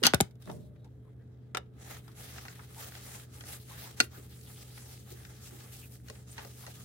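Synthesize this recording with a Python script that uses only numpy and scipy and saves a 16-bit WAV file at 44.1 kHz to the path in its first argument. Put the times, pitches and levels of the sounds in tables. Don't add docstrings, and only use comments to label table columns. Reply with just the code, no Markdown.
import sys
import numpy as np
from scipy import signal
from scipy.fft import rfft, irfft, next_fast_len
from scipy.io import wavfile
from scipy.ndimage import uniform_filter1d

SR = 44100
rng = np.random.default_rng(int(sys.argv[2]) if len(sys.argv) > 2 else 0)


def store_wav(level_fs):
    pcm = np.round(np.clip(np.atleast_2d(level_fs), -1, 1) * 32767)
    wavfile.write(sys.argv[1], SR, pcm.T.astype(np.int16))


N = 301644
TIME = np.arange(N) / SR

# (frequency [Hz], correlation [-1..1])
NEAR_STEREO = [(200, 0.45), (640, 0), (1400, 0.2), (3100, 0.1), (7000, -0.1), (11000, 0), (14000, 0.7)]
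# (frequency [Hz], correlation [-1..1])
SNAP_STEREO = [(200, 0.4), (700, 0.3), (1500, 0.2), (3000, -0.3), (5000, -0.05), (11000, 0), (14000, 0.7)]


def from_db(db):
    return np.exp(np.asarray(db) * np.log(10) / 20)


def unit_rms(x):
    return x / np.sqrt(np.mean(x ** 2) + 1e-20)


def at_hz(points, hz):
    f, value = np.transpose(points)
    return np.interp(np.log(np.maximum(hz, 1)), np.log(f), value)


def decay(t, t60):
    return np.exp(-np.log(1000) * t / t60)


def add(out, s, sound):
    start = max(round(s * SR), 0)
    out[:, start:start + sound.shape[-1]] += sound[..., :N - start]


def panned(db):
    return from_db(np.array([[db], [-db]]) / 2)


def drift(per_s):
    knots = rng.standard_normal(N // 100)
    return np.interp(TIME * per_s, np.arange(len(knots)), knots)


def low_pass(x, hz, order=1):
    return signal.sosfilt(signal.butter(order, min(hz, SR / 2 - 1), fs=SR, output="sos"), x)


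def resonate(x, hz, width_hz):
    r = np.exp(-np.pi * width_hz / SR)
    feedback = [1, -2 * r * np.cos(2 * np.pi * hz / SR), r * r]
    return signal.lfilter(np.array([1, 0, -1]) * (1 - r * r) / 2, feedback, x + 1e-18)


def colour(x, spectrum, size=8192):
    gain = unit_rms(from_db(at_hz(spectrum, np.fft.rfftfreq(size, 1 / SR))))
    cepstrum = irfft(np.log(gain))
    cepstrum[1:size // 2] *= 2
    cepstrum[size // 2 + 1:] = 0
    response = irfft(np.exp(rfft(cepstrum)))
    return signal.oaconvolve(x, response[None], axes=1)[:, :N]


def cohere(x, coherence):
    size = next_fast_len(N)
    left, right = rfft(x, size)
    angle = np.arcsin(np.clip(at_hz(coherence, np.fft.rfftfreq(size, 1 / SR)), -1, 1)) / 2
    own, other = np.cos(angle), np.sin(angle)
    return irfft([own * left + other * right, own * right + other * left], size)[:, :N]


def noise(spectrum, coherence):
    return unit_rms(colour(cohere(rng.standard_normal((2, N)), coherence), spectrum))


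def appliance(rumble_db=-54, wander_rad=0.25, wander_per_s=5):
    # (frequency [Hz], rms level [dB])
    tones = [(123.0, -52.5), (430.5, -69.5)]
    # (frequency [Hz], relative spectral density [dB])
    rumble_spectrum = [(25, -31.5), (45, -26.5), (65, 6), (90, 3.5), (130, -3.5), (200, -3.5), (300, -10),
                       (450, -14.5), (700, -24), (1050, -36.5), (1550, -34), (2100, -47), (3000, -57)]
    # (frequency [Hz], correlation [-1..1])
    rumble_coherence = [(40, 0.97), (130, 0.94), (300, 0.66), (700, 0.18), (2000, .1)]
    hum = np.zeros(N)
    for hz, db in tones:
        phase = 2 * np.pi * hz * TIME + wander_rad * drift(wander_per_s)
        hum += np.sqrt(2) * from_db(db) * np.sin(phase)
    return hum + from_db(rumble_db) * noise(rumble_spectrum, rumble_coherence)


def room(x, bass_t60=0.15, treble_t60=0.056, split_hz=2500, wet_db=-15.5, gap_s=0.00047):
    t = np.arange(SR // 2) / SR
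    scatter = rng.standard_normal((2, len(t)))
    low = low_pass(scatter, split_hz)
    echoes = (low * decay(t, bass_t60) + (scatter - low) * decay(t, treble_t60)) * (t > gap_s)
    echoes /= np.sqrt(np.sum(echoes ** 2, axis=1, keepdims=True))
    return from_db(wet_db) * signal.oaconvolve(x, echoes, axes=1)[:, :N]


def bump(start_s=0.46, level_db=-35.5, rise_s=0.045):
    # (frequency [Hz], bandwidth [Hz], relative level [dB], t60 [s])
    modes = [(142, 94, 0.5, 0.65), (377, 260, -2, 0.35), (596, 45, -17, 0.97)]
    out, t = np.zeros((2, N)), np.arange(SR // 2) / SR
    for hz, width, db, t60 in modes:
        band = resonate(rng.standard_normal((2, len(t))), hz, width)
        body = unit_rms(resonate(band, hz, width))
        envelope = decay(t, t60) * (1 - np.exp(-t / rise_s))
        add(out, start_s, from_db(level_db + db) * body * envelope)
    return cohere(out, SNAP_STEREO)


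def touches(rise_share=0.01, bright_share=0.085, grain_db=0.5, grains_per_s=500):
    # (time [s], level [dB], centre frequency [Hz])
    contacts = [(0.019, -33, 395), (0.473, -48.5, 980), (0.494, -37.5, 700), (0.76, -65.5, 1400),
                (1.551, -43, 604), (1.573, -44.5, 456), (2.079, -52.5, 900), (2.383, -45.5, 1360),
                (2.456, -47, 900), (2.592, -45.5, 1060), (4.003, -39.5, 345), (4.176, -50, 362),
                (4.776, -49, 1280), (5.112, -46.5, 374), (5.117, -61, 1473), (5.519, -49, 346),
                (6.097, -46, 474), (6.154, -55, 1510), (6.384, -43, 856), (6.406, -53, 1080),
                (6.448, -47.5, 550), (6.636, -49.5, 880), (6.666, -48.5, 870), (6.677, -47, 630)]
    out, t = np.zeros((2, N)), np.arange(SR // 2) / SR
    for s, db, hz in contacts:
        khz = hz / 1000
        width_hz, t60 = 970 * khz ** 2.1, 0.075 / khz ** 0.93
        envelope = decay(t, t60) * (1 - np.exp(-t / (rise_share * t60)))
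        bright = resonate(rng.standard_normal((2, len(t))), hz, width_hz)
        body = (resonate(bright, hz, width_hz) + bright_share * bright * decay(t, t60)) * envelope
        add(out, s, from_db(db) * unit_rms(body) * np.sqrt(np.mean(envelope ** 2)))
    tiny_slips = from_db(grain_db * drift(grains_per_s))
    return cohere(out, NEAR_STEREO) * tiny_slips * panned(-0.5)


def drags(width_share=0.2, rise_octaves=0.05, grain_db=1.5, grains_per_s=220):
    # (time [s], duration [s], level [dB], centre frequency [Hz])
    fingertips = [(0.406, 0.13, -69, 3715), (0.549, 0.16, -81, 3840), (0.741, 0.16, -82, 3810),
                  (0.835, 0.054, -66, 854), (1.048, 0.056, -70, 1050), (1.188, 0.06, -76, 1735),
                  (1.876, 0.11, -63, 2100), (2.759, 0.063, -55.5, 853), (3.697, 0.037, -56.5, 953),
                  (3.812, 0.11, -61, 962), (4.129, 0.05, -60, 1500), (4.46, 0.035, -61, 3300),
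                  (4.514, 0.13, -66, 3260), (5.239, 0.04, -63.5, 1690), (5.816, 0.048, -57.5, 2560),
                  (5.894, 0.07, -62, 10050), (6.3, 0.035, -54, 8700)]
    out = np.zeros((2, N))
    for s, length, db, hz in fingertips:
        along = np.linspace(0, 1, int(length * SR))
        band = unit_rms(low_pass(rng.standard_normal((2, len(along))), width_share * hz / 2, order=2))
        phase = 2 * np.pi * np.cumsum(hz * 2 ** (rise_octaves * (along - .5))) / SR
        chatter = band[0] * np.cos(phase + rng.uniform(0, np.pi, (2, 1))) + band[1] * np.sin(phase)
        add(out, s, from_db(db) * chatter * np.sin(np.pi * along))
    return out * from_db(grain_db * drift(grains_per_s)) * panned(2.5)


def crackle(per_s, low_hz, high_hz, bands=9, spread_db=5, ring_cycles=7):
    out, per_band = np.zeros((2, N)), int(per_s * N / SR / bands)
    for hz in np.geomspace(low_hz, high_hz, bands):
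        slips = np.zeros((2, N))
        sizes = from_db(spread_db * np.minimum(rng.exponential(1, per_band), 2))
        slips[:, rng.integers(0, N, per_band)] = sizes * rng.uniform(-0.76, 1, (2, per_band))
        out += unit_rms(resonate(slips, hz, np.log(1000) / np.pi * hz / ring_cycles))
    return unit_rms(out)


def moving_patch(hiss, low_hz=2494, high_hz=14700, bands=12, width_share=0.27, swing_db=5.5, per_s=18):
    gains = from_db([swing_db * drift(per_s) for _ in range(bands)])
    gains /= np.sqrt(np.mean(gains ** 2, axis=0))
    centres = np.geomspace(low_hz, high_hz, bands)
    mix = sum(gain * resonate(hiss, hz, width_share * hz) for gain, hz in zip(gains, centres))
    return mix / np.sqrt(uniform_filter1d(np.mean(mix ** 2, axis=0), size=1024) + 1e-20)


def friction_gains(attack_s=0.055, slowing_db=5.5, release_t60=0.1):
    # (time [s], hiss level [dB], rub level [dB])
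    creep = [(0.25, -67, -70), (0.319, -85.5, -81.5), (1.721, -85.5, -78), (1.8, -71, -67), (6.8, -71, -78)]
    # (time [s], duration [s], hiss level [dB], rub over hiss [dB])
    strokes = [(0.388, 0.077, -62.5, -0.5), (0.437, 0.13, -59, -8.5), (0.546, 0.13, -68.5, -24),
               (1.777, 0.17, -56, -2), (1.853, 0.13, -49.5, 1), (2.0, 0.13, -65, -15),
               (2.143, 0.22, -50, -3.5), (2.32, 0.21, -51, -3.5), (2.5, 0.48, -60, -2),
               (2.698, 0.07, -54, -13), (2.748, 0.14, -46, -4.5), (2.893, 0.12, -49.5, -2.5),
               (3.003, 0.16, -47, -5), (3.107, 0.13, -49, -3.5), (3.291, 0.29, -55, -5),
               (3.437, 0.13, -44.5, -9), (3.562, 0.17, -57, -17), (3.663, 0.13, -51.5, -1.5),
               (3.757, 0.12, -45.5, -7), (3.853, 0.093, -53, -4), (3.956, 0.091, -45, -3.5),
               (4.096, 0.17, -54.5, -2.5), (4.262, 0.96, -58.5, -11.5), (4.438, 0.16, -53.5, -7),
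               (4.527, 0.31, -57, -5.5), (4.709, 0.3, -56, -6), (4.883, 0.055, -46.5, -5.5),
               (5.044, 0.71, -59, -2.5), (5.078, 0.046, -44.5, -47), (5.39, 0.1, -49.5, -12.5),
               (5.486, 0.21, -53.5, -4.5), (5.673, 0.2, -52, -11.5), (5.885, 0.084, -53, -10.5),
               (6.027, 0.2, -59, -2.5), (6.261, 0.088, -52, -6), (6.34, 0.1, -50.5, 1),
               (6.415, 0.13, -55, -8.5), (6.53, 0.19, -51.5, -8.5), (6.694, 0.61, -55.5, -7)]
    s, hiss_db, rub_db = np.transpose(creep)
    power = from_db([np.interp(TIME, s, hiss_db), np.interp(TIME, s, rub_db)]) ** 2
    t = np.arange(SR) / SR
    for start, length, db, coarse_db in strokes:
        speeding = np.minimum(t / attack_s, 1)
        slowing = from_db(-slowing_db * np.minimum(t / length, 1))
        release = decay(np.maximum(t - length, 0), release_t60)
        add(power, start, (from_db([[db], [db + coarse_db]]) * speeding * slowing * release) ** 2)
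    return np.sqrt(power)


def sliding(pressure_db=1.3, hiss_grain_db=1.0, rub_grain_db=1.5, ring_db=-2.0, grip_db=4.5):
    # (frequency [Hz], relative spectral density [dB])
    hiss_spectrum = [(900, -19), (2500, -5), (4000, -0.5), (7000, 0.5), (11000, 0.5), (13000, -2.5),
                     (15500, -2)]
    # (frequency [Hz], relative spectral density [dB])
    rub_spectrum = [(250, 2), (500, 6.5), (900, -3.5), (2000, -1), (3500, -6), (6000, -22), (12000, -28.5)]
    # (frequency [Hz], bandwidth [Hz], relative gain [dB])
    modes = [(832, 130, 5), (1243, 200, 3.5), (1675, 440, -1), (2050, 64, -3.5), (2598, 150, -6.5),
             (3164, 140, -1), (3400, 260, -5), (3840, 250, 2.5), (5570, 79, -2.5)]
    fine, coarse = friction_gains() * from_db(pressure_db * drift(per_s=45))
    grain = drift(per_s=160)
    smooth = moving_patch(noise(hiss_spectrum, NEAR_STEREO))
    slips = from_db(-11) * crackle(per_s=200, low_hz=1500, high_hz=11000)
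    hiss = fine * (from_db(hiss_grain_db * grain) * smooth + slips)
    rub = coarse * noise(rub_spectrum, NEAR_STEREO) * from_db(rub_grain_db * grain)
    ringing = sum(from_db(db + ring_db + grip_db * drift(per_s=24)) * resonate(rub, hz, width)
                  for hz, width, db in modes)
    edge_catches = coarse * from_db(-12) * crackle(per_s=130, low_hz=920, high_hz=4500)
    return (hiss + from_db(-5) * rub + ringing + edge_catches) * panned(0.5)


def flexes(sweep_cycles=1.664, rise_s=0.0005):
    # (time [s], level [dB], starting pitch [Hz], t60 [s], left over right [dB])
    bends = [(0.1363, -16.5, 1950, 0.034, 7), (0.142, -31, 328, 0.045, -1), (0.2054, -14, 1150, 0.0067, 1),
             (0.211, -17.5, 383, 0.029, 2)]
    out, t = np.zeros((2, N)), np.arange(SR // 10) / SR
    for s, db, start_hz, t60, pan_db in bends:
        phase = 2 * np.pi * sweep_cycles * np.log1p(t * start_hz / sweep_cycles)
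        swing = decay(t * t / t60, t60) * (1 - np.exp(-t / rise_s))
        add(out, s, np.sin(phase) * swing * from_db(db) * panned(pan_db))
    return out


def scrape(from_s=0.029, to_s=0.072, count=9, rattle_t60=0.12, ring_hz=2900):
    along = np.linspace(0, 1, count)
    lateness, weakness = rng.uniform(-1, 1, (count, 2)).T
    s = from_s + (to_s - from_s) * (along + lateness / count / 10)
    db = -31 + 3.5 * along - weakness
    treble_db = -4.5 - 8.5 * along
    return [(*slip, rattle_t60, ring_hz, 0) for slip in zip(s, db, treble_db)]


def free_ring(hz, t, t60=0.037, right_lag_s=0.000099):
    since = np.maximum(t - np.array([[0], [right_lag_s]]), 0)
    return np.sin(2 * np.pi * hz * since) * decay(since, t60)


def snaps(rows, modes, modes_db, broad_db, free_db, crack_t60, rattle_db, spike, split_hz=3000):
    # (frequency [Hz], relative spectral density [dB])
    spectrum = [(80, -36), (200, -7.5), (450, -5.5), (800, -10), (1500, -0.5), (3000, -5), (5000, -3),
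                (8000, -3.5), (11000, -5.5), (15500, -15.5)]
    bursts, free, t = np.zeros((2, N)), np.zeros((2, N)), np.arange(SR // 10) / SR
    for s, db, treble_db, rattle_t60, free_hz, pan_db in rows:
        envelope = decay(t, crack_t60) + from_db(rattle_db) * decay(t, rattle_t60)
        burst = rng.standard_normal((2, len(t))) * envelope
        burst[0, 0] += spike
        burst[1, 2] -= spike
        for _ in range(2):
            low = low_pass(burst, split_hz)
            burst = low + from_db(treble_db) * (burst - low)
        burst /= np.mean(burst[:, :SR // 300] ** 2, axis=1, keepdims=True) ** (1 / 4)
        add(bursts, s, burst * from_db(db) * panned(pan_db))
        add(free, s, free_ring(free_hz, t) * from_db(db + free_db) * panned(pan_db))
    bursts = cohere(bursts, SNAP_STEREO)
    ringing = sum((-1) ** k * from_db(db) * resonate(bursts, hz, width)
                  for k, (hz, width, db) in enumerate(modes))
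    return from_db(broad_db) * colour(bursts, spectrum) + from_db(modes_db) * ringing + free


def scene(edge_until_s=0.1, bundle_from_s=2.3):
    # (time [s], level [dB], treble gain per stage [dB], rattle t60 [s],
    # free mode [Hz], left over right [dB])
    releases = [(0.036, -11.5, -5.5, 0.019, 2910, 2), (0.047, -19, -3.5, 0.027, 2870, 1),
                (0.053, -15, -5, 0.077, 2670, 5), (0.0667, -17, 12, 0.0093, 6100, 0),
                (0.0691, -16, -4, 0.015, 797, 5), (0.072, -15.5, -5, 0.01, 5160, 3),
                (0.1364, -14, -12.5, 0.015, 1483, -0.5), (0.144, -16.5, -3, 0.014, 603, 5.5),
                (0.146, -20.5, 3.5, 0.01, 3600, -4.5), (0.204, -13, -13, 0.016, 796, 6),
                (0.209, -18.5, 6.5, 0.0081, 6660, 3), (0.31, -57.5, -2.5, 0.032, 3560, -2),
                (0.355, -61, -4, 0.023, 3470, -1.5), (0.423, -51.5, 0, 0.038, 3600, 2),
                (0.457, -51, -2, 0.019, 3700, 2), (0.499, -41, -17, 0.025, 900, 2),
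                (0.5154, -52, 5, 0.01, 3700, 4), (0.845, -59, -4, 0.088, 3850, 0.5),
                (1.548, -22.5, -12.5, 0.017, 2400, 2.5), (1.551, -29.5, -22.5, 0.045, 2730, 0.5),
                (1.5709, -23, -8.5, 0.034, 2900, 0), (2.08, -50, -4, 0.029, 3400, 6),
                (2.117, -58, 0, 0.047, 3430, 7), (2.382, -39.5, -19, 0.035, 1320, 0),
                (2.452, -37.5, -20, 0.036, 1910, 0.5), (2.482, -35.5, -22, 0.021, 2200, 0),
                (2.921, -43, -18, 0.018, 1490, 3), (2.952, -39, -16, 0.029, 3300, 1),
                (3.408, -37, -11, 0.038, 3200, 0), (3.438, -41.5, -22, 0.018, 680, 0),
                (3.976, -48, -16, 0.02, 1540, 0), (4.002, -7.5, -2, 0.028, 1446, 2.5),
                (4.009, -18.5, -15, 0.011, 4540, 7.5), (4.411, -52, 5, 0.018, 7040, 2),
                (4.778, -48, -12, 0.02, 1580, 0), (5.25, -43, -4, 0.025, 3630, 2),
                (5.472, -45, -5, 0.02, 3900, -2.5), (6.084, -41.5, -4.5, 0.022, 2900, -1),
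                (6.099, -38.5, -0.5, 0.028, 1070, 6), (6.328, -49, 2, 0.006, 3020, -4),
                (6.38, -33.5, -18, 0.051, 890, -3), (6.394, -40, -21, 0.032, 3020, 8),
                (6.448, -43, -4, 0.023, 1210, 3), (6.665, -39.5, -1, 0.097, 1900, 0)]
    # (frequency [Hz], bandwidth [Hz], relative gain [dB])
    edge_modes = [(253, 77, 0), (870, 80, -5), (1410, 360, -12), (2920, 100, 2.5), (3280, 260, 1.5),
                  (4500, 340, 6.5), (5080, 120, 4.5), (6200, 120, 7), (7960, 78, -9), (9900, 160, -3.5)]
    # (frequency [Hz], bandwidth [Hz], relative gain [dB])
    card_modes = [(404, 48, -5), (737, 65, 6.5), (1410, 110, -3.5), (1891, 67, -1), (2220, 82, -9.5),
                  (3020, 90, 6.5), (3710, 160, 2.5), (4280, 88, -2), (4930, 160, -3), (6630, 125, -1),
                  (8530, 190, -9), (9600, 120, -6.5)]
    # (frequency [Hz], bandwidth [Hz], relative gain [dB])
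    bundle_modes = [(250, 125, -11), (445, 36, -5.5), (760, 110, -12.5), (1450, 114, -1), (1914, 95, -7),
                    (2474, 93, -1.5), (2740, 60, -4), (4050, 480, -3.5), (4390, 60, 3.5), (5050, 120, 1),
                    (5390, 110, -5.5), (6230, 300, -0.5), (6620, 180, -7), (8260, 330, -3), (8450, 170, -7),
                    (10060, 260, -8)]
    edge = snaps(scrape() + [row for row in releases if row[0] < edge_until_s], edge_modes,
                 modes_db=4, broad_db=-6, free_db=-7, crack_t60=0.002, rattle_db=2, spike=2)
    card = snaps([row for row in releases if edge_until_s <= row[0] < bundle_from_s], card_modes,
                 modes_db=-1.5, broad_db=-4, free_db=-10, crack_t60=0.0018, rattle_db=1.5, spike=3.2)
    bundle = snaps([row for row in releases if row[0] >= bundle_from_s], bundle_modes,
                   modes_db=6.5, broad_db=-8, free_db=-10, crack_t60=0.009, rattle_db=0.5, spike=7)
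    bends = flexes()
    echoes = room(edge + card + from_db(-2) * bundle + from_db(-4) * bends)
    return edge + card + bundle + bends + echoes + touches() + drags() + bump() + sliding() + appliance()


def record(dry, low_cut_hz=52, high_cut_hz=15800, ceiling=0.84):
    thin = signal.sosfilt(signal.butter(4, low_cut_hz, "high", fs=SR, output="sos"), dry)
    rounded = ceiling * np.tanh(thin / ceiling)
    return signal.sosfilt(signal.ellip(10, .1, 90, high_cut_hz, fs=SR, output="sos"), rounded)


dry = scene()
out = record(dry)
store_wav(out)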